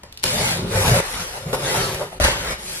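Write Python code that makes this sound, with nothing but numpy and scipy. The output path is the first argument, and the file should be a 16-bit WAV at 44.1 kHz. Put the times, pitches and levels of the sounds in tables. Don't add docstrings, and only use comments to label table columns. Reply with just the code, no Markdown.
import sys
import numpy as np
from scipy import signal
from scipy.fft import rfft, irfft
from scipy.io import wavfile
from scipy.ndimage import uniform_filter1d, map_coordinates

SR = 44100
rng = np.random.default_rng(int(sys.argv[2]) if len(sys.argv) > 2 else 0)


def waveform_to_disk(signal):
    frames = np.transpose(np.atleast_2d(signal))
    scaled = np.clip(frames, -1, 1) * 32767
    samples = np.round(scaled).astype(np.int16)
    wavfile.write(sys.argv[1], SR, samples)


N = 123480
T = np.arange(N) / SR
HZ = np.fft.rfftfreq(N, 1 / SR)

# [t/s, surface hiss level/dB, wall ring level/dB, hollow boom level/dB]
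SLIDE = [(0.245, -48, -45, -30), (0.255, -32.5, -32.5, -34), (0.417, -31, -22.5, -26.5),
         (0.521, -30, -31.5, -31), (0.657, -48.5, -38, -24.5), (0.71, -40, -49, -33)]
TIP = [(0.71, -38, -24.5, -32), (0.764, -29.5, -19, -26), (0.818, -29, -20.5, -24.5),
       (0.922, -28, -19, -22.5), (0.994, -29, -19, -23), (1.005, -31, -11.5, -26)]
BRUSH = [(1.005, -37, -38, -50), (1.035, -40.5, -31, -60), (1.125, -35.5, -39.5, -41.5),
         (1.217, -37, -33, -38.5), (1.267, -40, -36.5, -56), (1.46, -48, -34.5, -41)]
TURN = [(1.46, -47, -29.5, -33), (1.59, -40.5, -26.5, -35), (1.69, -31, -22.5, -36),
        (1.818, -31.5, -21, -29), (1.986, -41, -29, -39.5), (2.018, -39, -20, -36), (2.1, -53, -39.5, -48),
        (2.185, -55, -37, -46)]
TOSS = [(2.21, -29, -22, -18), (2.232, -28.5, -31, -29), (2.246, -25.5, -25.5, -25),
        (2.354, -39, -28.5, -37.5), (2.526, -36, -29.5, -37), (2.58, -53, -45, -49)]
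BAG = [(2.58, -45.5, -36, -49), (2.726, -37, -41, -44.5), (2.8, -40, -45, -47)]
# [contour, flexing f/Hz, hollow level/dB relative to flexing, favoured wall f/Hz,
# hiss peak f/Hz, hiss tilt/(dB per octave), grain spread/dB]
STROKES = [(SLIDE, 125, 1, 640, 4360, 0, 2.1), (TIP, 106.6, -4.5, 450, 1950, 0.66, 1.8),
           (BRUSH, 125, -9, 490, 1570, -0.089, 1.5), (TURN, 136, -11, 425, 1900, 0, 1.3),
           (TOSS, 70, -7, 590, 1730, -1.5, 1.6), (BAG, 44, -3.5, 390, 5100, 1.75, 1.3)]
# [t/s, length/s, wall f/Hz, wall level/dB, hiss level/dB]
SCUFFS = [(0.533, 0.21, 360, -31, -50), (0.933, 0.064, 557, -22, -26.5), (1.329, 0.065, 760, -35, -41),
          (1.528, 0.035, 1000, -25, -29.5), (1.725, 0.066, 870, -26.5, -51), (1.99, 0.056, 556, -30, -53),
          (2.116, 0.038, 750, -37.5, -47)]
# [t/s, thump level/dB, thump f/Hz, thump t60/s, wall level/dB, crack level/dB]
KNOCKS = [(0.034, -38, 181, 0.067, -35.5, -31), (0.238, -33, 167, 0.089, -18.5, -22),
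          (0.751, -10, 100.3, 0.15, -28, -33), (0.879, -2, 104, 0.059, -34, -11),
          (0.914, -2, 118.5, 0.1, -25, -35), (1.464, -16.5, 151, 0.12, -35, -48),
          (1.530, -12, 428, 0.056, -19, -20), (1.633, -17, 125, 0.087, -29, -34),
          (1.778, -15, 119, 0.065, -30, -21), (1.946, -12.5, 114, 0.04, -40, -20),
          (2.200, -5, 606, 0.021, -20, -16), (2.208, -9, 66, 0.06, -29, -18),
          (2.240, -6.5, 65, 0.084, -21, -8), (2.248, -13, 540, 0.034, -15.5, -6.5),
          (2.279, -14, 125, 0.063, -14.5, -16.5)]
# [t/s, peak level/dB]
TICKS = [(0.1254, -30.5), (0.1742, -27), (0.197, -38), (0.228, -27), (0.234, -13.5), (0.2386, -7)]
# [f/Hz, width/Hz, relative level/dB]
WALL_MODES = [(310.5, 12.3, -8.5), (379, 39, -0.5), (459.4, 9.9, 2), (523.5, 24, 3), (595, 33.5, 0.5),
              (683, 44, -3), (892, 146, -4.5), (1176, 120, -8), (1420, 150, -10.5)]
# [f/Hz, level/dB]
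HISS_SPECTRUM = [(30, 17), (250, 3.5), (600, 3), (1200, 4), (1900, 4), (3000, 0), (4200, -1.5),
                 (6000, -3.5), (8000, -5), (11000, -4), (12200, -6.5), (13300, -27.5), (15000, -98)]
# [f/Hz, level/dB]
TICK_SPECTRUM = [(100, -3), (1200, -14), (2400, -0.5), (4000, 3), (7000, -6), (12000, -3), (15000, -40)]
# [f/Hz, level/dB]
ROOM_TONE_SPECTRUM = [(20, -8), (80, -0.5), (250, -15.5), (900, -19.5), (3000, -29), (15000, -48)]
# [f/Hz, t60/s]
ROOM_DECAY = [(100, 0.17), (600, 0.18), (3000, 0.75), (12000, 0.12)]
# [f/Hz, gain of the side signal/dB]
SIDE_GAIN = [(90, -75), (200, -14.5), (400, -15.5), (650, -7.5), (1100, -2.5), (2200, 1), (4200, 4.5),
             (8000, 4.5), (12500, 8.5)]

HISS_TRIM_DB, WALL_TRIM_DB, BOOM_TRIM_DB = 0, -6, -0.5
SLIPS_PER_S, CHATTER_DB, CHATTER_S = 7000, 0.97, 0.036
HISS_PEAK_DB, WALL_FOCUS_DB = 0, 7
HOLLOW_HZ, HOLLOW_WIDTH_HZ, FLEX_WIDTH_SHARE = 167.4, 17.2, 0.2
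SWAY_HZ, SWAY_DB = 50.6, -12.5
BEND_SHARE, HISS_WANDER_SHARE, BEND_SAMPLES = 0.025, 0.12, 2600
LEVELLING, LEVELLING_SAMPLES = 0.9, 1300
SHIFT_DB, SHIFT_ABOVE_HZ = 3.5, 910
SECOND_MODE_RATIO, SECOND_MODE_DB, THUMP_RISE_CYCLES = 0.642, -10.5, 0.6
CRACK_T60_S, TICK_T60_S = 0.025, 0.018
ROOM_TONE_DB, HIT_ROOM_DB, RUB_ROOM_DB = -48.5, -4.5, -13
ROOM_ABOVE_HZ, LOW_CUT_HZ = 220, 33
LEFT_LEAD, BALANCE_DB = 0.11, 1.5
CEILING, EDGE_HZ = 0.85, 15100


def amp(db):
    return 10 ** (np.asarray(db) / 20)


def unit(x):
    return x / np.sqrt(np.mean(x ** 2) + 1e-20)


def read(points, hz):
    f, value = np.transpose(points)
    return np.interp(np.log(hz + 1), np.log(f + 1), value)


def colour(x, response):
    return irfft(rfft(x, N) * response, N)


def in_band(x, lo, hi):
    return x / np.std(colour(x, (HZ > lo) & (HZ < hi)))


def above(hz):
    return HZ ** 4 / np.hypot(HZ ** 4, hz ** 4)


def resonance(hz, width_hz):
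    return 1j * HZ * width_hz / (hz ** 2 - HZ ** 2 + 1j * HZ * width_hz)


def dying(t60):
    return np.exp(-np.log(1000) * T / t60)


def add(mix, s, sound):
    part = mix[max(round(s * SR), 0):]
    part += sound[:len(part)]


def room_tone():
    noise = rng.standard_normal(N)
    return amp(ROOM_TONE_DB) * unit(colour(noise, amp(read(ROOM_TONE_SPECTRUM, HZ))))


def walls():
    response = 0
    for k, (hz, width_hz, db) in enumerate(WALL_MODES):
        response = response + (-1) ** k * amp(db) * resonance(hz, width_hz)
    return response


def knock(thump_db, thump_hz, t60, wall_db, crack_db):
    phase = 2 * np.pi * thump_hz * T
    swing = np.sin(phase) + amp(SECOND_MODE_DB) * np.sin(SECOND_MODE_RATIO * phase)
    rise = 1 - np.exp(-T * thump_hz / THUMP_RISE_CYCLES)
    thump = swing * dying(t60) * rise

    crunch = rng.standard_normal(N) * dying(CRACK_T60_S)
    wall = colour(crunch, walls())
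    crack = colour(crunch, amp(read(HISS_SPECTRUM, HZ)))

    sound = amp(thump_db) * thump
    sound = sound + amp(wall_db) * wall / abs(wall).max()
    sound = sound + amp(crack_db) * crack / abs(crack).max()
    return sound * (T < 0.5)


def room(x):
    echoes = rng.standard_normal(SR) * (rng.random(SR) < 3000 / SR)
    echoes = echoes * (T[:SR] > 0.004)
    hz, t, z = signal.stft(echoes, SR, nperseg=256)
    decay = amp(-60 * t / read(ROOM_DECAY, hz)[:, None])
    tail = signal.istft(z * decay, SR, nperseg=256)[1]
    return signal.fftconvolve(colour(x, above(ROOM_ABOVE_HZ)), tail / np.linalg.norm(tail))[:N]


def tick(db):
    burst = rng.standard_normal(N) * dying(TICK_T60_S)
    snap = colour(burst, amp(read(TICK_SPECTRUM, HZ))) * (T < 0.5)
    return amp(db) * snap / abs(snap).max()


def slips(spread_db):
    size = amp(spread_db * np.minimum(rng.exponential(1, N), 6)) * rng.choice([-1, 1], N)
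    pole = np.exp(-1 / (CHATTER_S * SR))
    chatter = unit(signal.lfilter([1], [1, -pole], rng.standard_normal(N)))
    occurs = rng.random(N) < SLIPS_PER_S / SR
    return size * occurs * amp(CHATTER_DB * chatter)


def levelled(x):
    power = uniform_filter1d(x ** 2, size=LEVELLING_SAMPLES, mode="wrap")
    return x / (abs(power) + 1e-20) ** (LEVELLING / 2)


def bending(x, share=BEND_SHARE):
    wander = unit(uniform_filter1d(rng.standard_normal(N), size=BEND_SAMPLES, mode="wrap"))
    return map_coordinates(x, [np.cumsum(1 + share * wander)], order=3, mode="wrap")


def wall_ring(drive, focus_hz, focus_db):
    focus = amp(focus_db * abs(resonance(focus_hz, focus_hz / 4)))
    ring = colour(drive, walls() * focus)
    return in_band(bending(levelled(ring)), 350, 1500)


def surface_hiss(drive, peak_hz, tilt_db):
    tilt = tilt_db * np.log2(np.maximum(HZ, 1000) / peak_hz)
    hiss = colour(drive, amp(read(HISS_SPECTRUM, HZ) + tilt))
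    peak = colour(hiss, resonance(peak_hz, peak_hz / 4) ** 2)
    hiss = hiss + amp(HISS_PEAK_DB) * bending(peak, HISS_WANDER_SHARE)
    return in_band(hiss, 2500, 12000)


def hollow_boom(drive, flex_hz, hollow_db):
    box = resonance(flex_hz, FLEX_WIDTH_SHARE * flex_hz)
    box = box + amp(hollow_db) * resonance(HOLLOW_HZ, HOLLOW_WIDTH_HZ)
    box = box + amp(SWAY_DB) * resonance(SWAY_HZ, SWAY_HZ)
    boom = colour(drive, box / np.sqrt(1 + (HZ / 215) ** 6))
    return in_band(bending(levelled(boom)), 50, 250)


def rub(levels, flex_hz, hollow_db, focus_hz, peak_hz, tilt_db, spread_db):
    s, *dbs = np.transpose(levels)
    hiss_gain, wall_gain, boom_gain = (amp(np.interp(T, s, db)) for db in dbs)
    contact = np.sqrt(np.clip(np.minimum(T - s[0], s[-1] - T) / 0.01 + 0.5, 0, 1))
    drive = slips(spread_db)
    sound = amp(HISS_TRIM_DB) * hiss_gain * surface_hiss(drive, peak_hz, tilt_db)
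    sound = sound + amp(WALL_TRIM_DB) * wall_gain * wall_ring(drive, focus_hz, WALL_FOCUS_DB)
    sound = sound + amp(BOOM_TRIM_DB) * boom_gain * hollow_boom(drive, flex_hz, hollow_db)
    return contact * sound


def scuff(start, length, hz, wall_db, hiss_db):
    drive = slips(spread_db=1.5)
    arch = np.sqrt(abs(np.sin(np.pi * np.clip((T - start) / length, 0, 1))))
    groan = wall_ring(drive, hz, focus_db=14.0)
    hiss = unit(colour(drive, amp(read(HISS_SPECTRUM, HZ))))
    return arch * (amp(wall_db) * groan + amp(hiss_db) * hiss)


def shifting(x):
    hz, _, z = signal.stft(x, SR, nperseg=1024, noverlap=768)
    patches = uniform_filter1d(rng.standard_normal(z.shape), size=7, axis=0)
    patches = uniform_filter1d(patches, size=11, axis=1)
    depth_db = SHIFT_DB * (hz ** 2 / (hz ** 2 + SHIFT_ABOVE_HZ ** 2))[:, None]
    return signal.istft(z * amp(depth_db * unit(patches)), nperseg=1024, noverlap=768)[1][:N]


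def handling():
    hits = np.zeros(N)
    for s, *blow in KNOCKS:
        add(hits, s, knock(*blow))
    for s, db in TICKS:
        add(hits, s, tick(db))
    strokes = sum(rub(*row) for row in STROKES)
    scuffs = sum(scuff(*row) for row in SCUFFS)
    rubbing = shifting(strokes + scuffs)
    direct = colour(rubbing + hits, above(LOW_CUT_HZ))
    reverberant = room(amp(HIT_ROOM_DB) * hits + amp(RUB_ROOM_DB) * rubbing)
    return direct + reverberant + room_tone()


def scene():
    mid = handling()
    lead = colour(mid, 1j * LEFT_LEAD)
    side = colour(handling() + lead, amp(read(SIDE_GAIN, HZ)))
    lean = amp(BALANCE_DB / 2 * HZ / (HZ + 400))
    return np.array([colour(mid + side, lean), colour(mid - side, 1 / lean)])


def record(dry):
    held = dry / (1 + (dry / CEILING) ** 4) ** 0.25
    low_pass = signal.firwin(511, EDGE_HZ, window=("kaiser", 9), fs=SR)
    return signal.oaconvolve(held, low_pass[None], "same")


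dry = scene()
out = record(dry)
waveform_to_disk(out)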